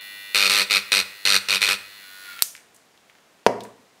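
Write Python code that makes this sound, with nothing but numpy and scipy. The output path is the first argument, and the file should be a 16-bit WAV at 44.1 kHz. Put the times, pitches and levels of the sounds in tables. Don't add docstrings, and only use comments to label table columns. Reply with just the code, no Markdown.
import sys
import numpy as np
from scipy import signal
from scipy.fft import rfft, irfft
from scipy.io import wavfile
from scipy.ndimage import uniform_filter1d

SR = 44100
rng = np.random.default_rng(int(sys.argv[2]) if len(sys.argv) > 2 else 0)


def dump_mix(stems):
    frames = np.atleast_2d(stems).T
    limited = np.clip(frames, -1, 1)
    pcm = np.round(limited * 32767).astype(np.int16)
    wavfile.write(sys.argv[1], SR, pcm)


N = 176400
T = np.arange(N) / SR
OFF_S = 2.4225

# t/s, length/s, first knock rate/Hz, sag of rate/Hz, first level/dB, last level/dB
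RATTLE_BURSTS = [(0.3467, 0.13, 102, 5.5, -1, -1.5), (.4977, 0.12, 102.4, 5.3, 0, -0.5),
                 (0.7086, 0.063, 102.1, 5.8, -2, 0), (0.9192, .082, 101.1, 10, 0.5, -2),
                 (1.2530, 0.11, 101.3, 6.4, -1, 1), (1.4864, 0.072, 100.2, 4.2, -4, -0.5),
                 (1.6177, 0.073, 104.8, 15.45, -1, -4.5), (1.6895, 0.043, 102.3, 6.85, -1.5, -3.5)]
# t/s, level/dB
WIRE_TOUCHES = [(.6996, -10), (1.6086, -12)]
# f/Hz, level/dB
KNOCK_SPECTRUM = [(60, 12), (100, -22), (140, -33.5), (200, -28), (300, -29.5), (500, -16), (850, -23),
                  (1350, -4), (1700, -6), (2500, 3), (3200, -5.5), (4200, 2.5), (5000, -7), (7200, -15.5),
                  (8500, -12), (10000, -15.5), (13500, -18.5), (16000, -42)]
THUD_SPECTRUM = [(10, -57.5), (45, -42), (100, -12), (140, -21), (200, -5), (290, -2.5), (480, 5), (680, 4),
                 (850, -1.5), (1300, 10.5), (2500, -31), (16000, -62.5)]
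# f/Hz, level/dB, t60/s
CASE_MODES = [(1390, -43, .02), (2525, -52.5, 0.017), (2510, -28, .034), (2840, -45, .04), (3680, -36, .04),
              (3698, -40, .02), (4330, -34, .02), (4940, -38, 0.026), (5760, -38, 0.039),
              (8420, -38.5, .025)]

# t/s, f/Hz
MOTOR_SPEED = [(0, 99.55), (.33, 99.75), (.37, 97.5), (.53, 100), (.63, 96.3), (.72, 101), (.79, 96),
               (.88, 100), (1.05, 99.6), (1.24, 100), (1.38, 97.3), (1.48, 99), (1.76, 97.3), (1.88, 100.9),
               (1.96, 101.4), (2.04, 97.9), (2.11, 96.8), (2.22, 96.6), (2.32, 94.2), (2.42, 90)]
# t/s, buzz/dB, strong orders/dB, whine/dB, brush ticks/dB, sizzle/dB
MOTOR_LEVELS = [(0, -46, -41.5, -54.5, -50.5, -74), (.33, -46, -40.5, -56.5, -51, -68),
                (1.15, -46, -49, -66.5, -60.5, -68.5), (1.9, -47, -53, -64, -64, -66.5),
                (2.08, -47, -50.5, -54, -61, -58), (2.22, -44.5, -53, -53, -60.5, -55),
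                (2.33, -42.5, -49.5, -43.5, -60, -62.5), (2.42, -47, -49, -56, -62.5, -58)]
# t/s, roughness (0-1)
MOTOR_ROUGHNESS = [(.3, .08), (1.2, .25), (2.2, .2), (2.33, .5), (2.42, .7)]
STRONG_ORDERS = [6, 11, 12, 19, 20, 24, 27, 28, 29, 30, 34, 36, 40, 42, 44]
ORDER_LEVELS = [-17.5, -15, -21.5, -0.5, 1, 2, -1.5, -4.5, 1.5, -3, -1.5, 3.5, -9.5, 3, -14.5]
# f/Hz, level/dB
BUZZ_SPECTRUM = [(90, -22.5), (800, -17.5), (1300, -7), (2000, -1.5), (2700, -5), (3300, -9.5), (4200, -2),
                 (5200, -13), (7000, -16), (16000, -15)]
BRUSH_SPECTRUM = [(2000, -30), (5500, -11.5), (7200, -14.5), (9000, -6), (10700, 10.5), (13200, -8.5),
                  (15300, 13), (16500, -3)]
SIZZLE_SPECTRUM = [(2000, -13), (6000, -10), (8900, -9.5), (9700, 0), (11200, 1.5), (11900, -12),
                   (13800, -7), (15200, -2), (16500, -1.5)]

# f/Hz, level/dB
SNAP_SPECTRUM = [(40, -21), (1200, -8.5), (2200, -6.5), (3200, -6), (4200, 4.5), (5500, -3), (7000, -6),
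                 (8700, 5), (10200, -3.5), (12200, 3), (14500, -1), (16000, -29.5)]
SNAP_ROOM_SPECTRUM = [(100, -32), (2000, -15), (4300, -4), (6500, 2), (8000, -2), (9000, 1.5), (10500, -4),
                      (12500, 0), (16000, -9.5)]
# t/s, blow level/dB, crack level/dB
LANDING_BLOWS = [(3.4648, 2, 7.5), (3.469, -9.5, 0.5)]
# f/Hz, level/dB, t60/s
TABLE_MODES = [(275, -28.5, 0.028), (433, -14, .035), (457, -16, 0.034), (575, -14.5, 0.068),
               (662, -10.5, 0.027), (933, -16.5, 0.026), (1112, -22, .03)]
TABLE_LOW_MODES = [(116, -38, 0.63), (193.5, -38.5, 0.24)]
# f/Hz, level/dB
BOOM_SPECTRUM = [(10, -49.5), (40, -33), (90, -20.5), (145, -30), (200, -5), (300, -15.5), (440, 2.5),
                 (680, -1.5), (800, -2.5), (950, 0.5), (1120, -2.5), (1350, -27.5), (3000, -40.5),
                 (16000, -73)]
CRACK_SPECTRUM = [(100, -4.5), (1300, -0.5), (1900, 7.5), (3000, -0.5), (3800, -6.5), (5000, 0.5),
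                  (7500, -11), (11000, -15), (16000, -31.5)]
# t/s, level/dB, centre f/Hz, t60/s
HANDLING_TICKS = [(2.2543, -23.5, 3000, 0.011), (2.3915, -11, 2430, 0.0065), (2.551, -15, 2170, 0.021),
                  (2.565, -23, 5040, 0.011), (2.578, -26, 2230, 0.014), (2.745, -28, 9000, 0.078),
                  (2.762, -27.5, 7900, 0.047), (2.9758, -32.5, 3500, 0.025), (3.0978, -26, 2300, 0.036),
                  (3.152, -29.5, 1890, .05), (3.1846, -33, 2000, .02), (3.606, -15.5, 3820, .035),
                  (3.635, -20.5, 8000, 0.056), (3.651, -21, 1700, .03)]

# f/Hz, level/dB
AMBIENT_SPECTRUM = [(15, -36.5), (25, -27.5), (170, -5.5), (195, -4), (575, -4.5), (754, -3.5), (1190, -7),
                    (2350, -9), (2840, -10.5), (6920, -16), (16000, -27)]
# f/Hz, t60/s
ROOM_DECAY = [(100, 0.81), (500, .5), (1400, 0.53), (4000, 0.36), (9000, 0.41), (16000, 0.26)]


def whisk_knocks(release_s=.032, release_db_per_s=628):
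    knocks = list(WIRE_TOUCHES)
    for start, length, first_hz, sag_hz, first_db, last_db in RATTLE_BURSTS:
        t = 0
        while t < length + release_s:
            progress = min(t / length, 1)
            db = first_db + (last_db - first_db) * progress
            knocks.append((start + t, db - release_db_per_s * max(t - length, 0)))
            t += 1 / (first_hz - sag_hz * progress ** 2)
    return knocks


def whisk_rattle(chatter_s=0.004, push=0.44, jitter_s=.0001, spread_db=.6, size=900):
    drives, pushes = np.zeros((len(RATTLE_BURSTS), N)), np.zeros(N)
    middles = np.array([start + length / 2 for start, length, *_ in RATTLE_BURSTS])
    draws = rng.standard_normal((160, size + 2))
    for (s, db), (late, loud, *grain) in zip(whisk_knocks(), draws):
        chatter = highpass(grain * np.exp(-T[:size] / chatter_s), hz=900)
        contact = amp(-3) * unit_energy(chatter)
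        contact[0] += push
        at, strength = s + jitter_s * late, amp(db + spread_db * loud)
        add(drives[np.argmin(abs(middles - s))], at, strength * contact)
        add(pushes, at, np.array([strength]))
    ringing = sum(through(drive, dense_modes(t60=0.01)) for drive in drives)
    case = through(ringing, colour(KNOCK_SPECTRUM)) + through(pushes, ring(CASE_MODES))
    thud = through(through(pushes, colour(THUD_SPECTRUM)), dense_modes(t60=.04))
    hum = through(pushes, ring([(198, -50, 0.23)]))
    sound = reverberate(amp(11) * case + amp(-9) * thud, wet_db=-13) + hum
    return highpass(sound, hz=92, order=4)


def turn_pulses(turns):
    pulses, near = np.zeros(N + 16), np.arange(-8, 9)
    for at in np.interp(np.arange(1, int(turns[-1])), turns, np.arange(N)):
        pulses[int(at) + near] += np.sinc(near - at % 1) * np.hanning(len(near))
    return pulses[:N]


def motor(flutter=.0003, spark_turns=.35, whine_order=15, coast_s=0.016):
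    hz = np.interp(T, *np.transpose(MOTOR_SPEED)) * (1 + flutter * wander(size=900))
    turns = np.cumsum(hz) / SR
    times, *levels = np.transpose(MOTOR_LEVELS)
    buzz, strong, whine, brush, sizzle = (amp(np.interp(T, times, level)) for level in levels)
    rough = np.interp(T, *np.transpose(MOTOR_ROUGHNESS))
    pulses = turn_pulses(turns)
    puffs = unit_rms(np.exp(-(turns % 1) / spark_turns) * rng.standard_normal(N))
    periodic = unit_rms(through(pulses, dense_modes(t60=0.1)))
    shake = np.sqrt(1 - rough ** 2) * periodic + rough * rng.standard_normal(N)
    sparks = unit_rms(through(pulses, dense_modes(t60=0.05))) + 2 * rough * puffs
    orders = sum(amp(db) * np.sin(2 * np.pi * (k * turns + rng.random()))
                 for k, db in zip(STRONG_ORDERS, ORDER_LEVELS))
    waver = 1 + rough * wander(size=400)
    sound = buzz * through(shake, colour(BUZZ_SPECTRUM))
    sound += brush * through(sparks, colour(BRUSH_SPECTRUM))
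    sound += sizzle * through(sparks, colour(SIZZLE_SPECTRUM))
    sound += strong * unit_rms(orders)
    sound += whine * waver * unit_rms(np.sin(2 * np.pi * whine_order * turns))
    sound *= np.exp(-np.maximum(T - OFF_S, 0) / coast_s)
    return reverberate(sound, wet_db=-12)


def set_down():
    blows, crack = np.zeros(N), np.zeros(N)
    for s, db, crack_db in LANDING_BLOWS:
        add(blows, s, amp([db]))
        add(crack, s, amp(crack_db) * dense_modes(t60=0.02))
    top = highpass(through(blows, ring(TABLE_MODES)), hz=230)
    top += amp(13) * through(blows, colour(BOOM_SPECTRUM))
    boom = reverberate(top, wet_db=-12, onset_s=0.0078)
    add(boom, LANDING_BLOWS[0][0], ring(TABLE_LOW_MODES))
    return boom + reverberate(through(crack, colour(CRACK_SPECTRUM)), wet_db=-15)


def switch_snap():
    snap, radiated = np.zeros(N), np.zeros(N)
    add(snap, OFF_S, amp(15) * dense_modes(t60=0.00366))
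    add(snap, OFF_S, amp(7) * highpass(dense_modes(t60=.05), hz=2500))
    add(radiated, OFF_S, colour(SNAP_ROOM_SPECTRUM))
    tail = reverberate(radiated, wet_db=1) - radiated
    return through(snap, colour(SNAP_SPECTRUM)) + tail


def handling_ticks():
    ticks = np.zeros(N)
    for s, db, hz, t60 in HANDLING_TICKS:
        band = [(hz / 3, -22), (hz / 1.3, -3), (hz, 0), (hz * 2, -15), (hz * 6, -28)]
        add(ticks, s, amp(db) * through(dense_modes(t60), colour(band)))
    return reverberate(ticks, wet_db=-7)


def ambient_noise(rms_db=-58.5):
    return amp(rms_db) * unit_rms(through(rng.standard_normal(N), colour(AMBIENT_SPECTRUM)))


def reverberate(x, wet_db, onset_s=0.0023):
    hz, t, bands = signal.stft(rng.standard_normal(SR), SR, nperseg=256)
    decay = amp(-60 * t / at_frequency(ROOM_DECAY, hz)[:, None])
    tail = signal.istft(bands * decay, SR, nperseg=256)[1][:SR]
    build_up = np.minimum(T[:SR] / onset_s, 1) ** 2
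    return x + amp(wet_db) * through(x, unit_energy(tail * build_up))


def ring(modes, size=22050):
    t = T[:size]
    return sum(amp(db - 60 * t / t60) * np.sin(2 * np.pi * hz * t) for hz, db, t60 in modes)


def dense_modes(t60, size=4096, passes=4):
    fade = amp(-60 * T[:size] / t60)
    x = rng.standard_normal(size) * fade
    for _ in range(passes):
        spectrum = rfft(x)
        x = irfft(spectrum / (abs(spectrum) + 1e-9)) * fade ** (1 / passes)
    return unit_energy(x)


def colour(spectrum, size=4096):
    hz = abs(np.fft.fftfreq(size, 1 / SR))
    log_gain = np.log(amp(at_frequency(spectrum, hz)))
    transfer = np.exp(np.conj(signal.hilbert(log_gain)))
    return unit_energy(np.fft.ifft(transfer).real[:size // 2])


def wander(size):
    return unit_rms(uniform_filter1d(rng.standard_normal(N), size=size))


def highpass(x, hz, order=2):
    return signal.sosfilt(signal.butter(order, hz, "high", fs=SR, output="sos"), x)


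def through(x, response):
    return signal.fftconvolve(x, response)[:len(x)]


def add(mix, s, sound):
    part = mix[max(round(s * SR), 0):][:len(sound)]
    part += sound[:len(part)]


def at_frequency(points, hz):
    f, value = np.transpose(points)
    return np.interp(np.log(hz + 1), np.log(f + 1), value)


def amp(db):
    return 10 ** (np.asarray(db) / 20)


def unit_rms(x):
    return x / np.sqrt(np.mean(x ** 2) + 1e-20)


def unit_energy(x):
    return x / (np.linalg.norm(x) + 1e-12)


def scene():
    ambient = ambient_noise()
    return (motor() + whisk_rattle() + switch_snap() + set_down() + handling_ticks() + ambient)[None]


def record(dry, cutoff_hz=15750):
    lowpass = signal.firwin(511, cutoff_hz, window=("kaiser", 8), fs=SR)
    return signal.oaconvolve(np.clip(dry, -1, 1), lowpass[None], "same")


dry = scene()
out = record(dry)
dump_mix(out)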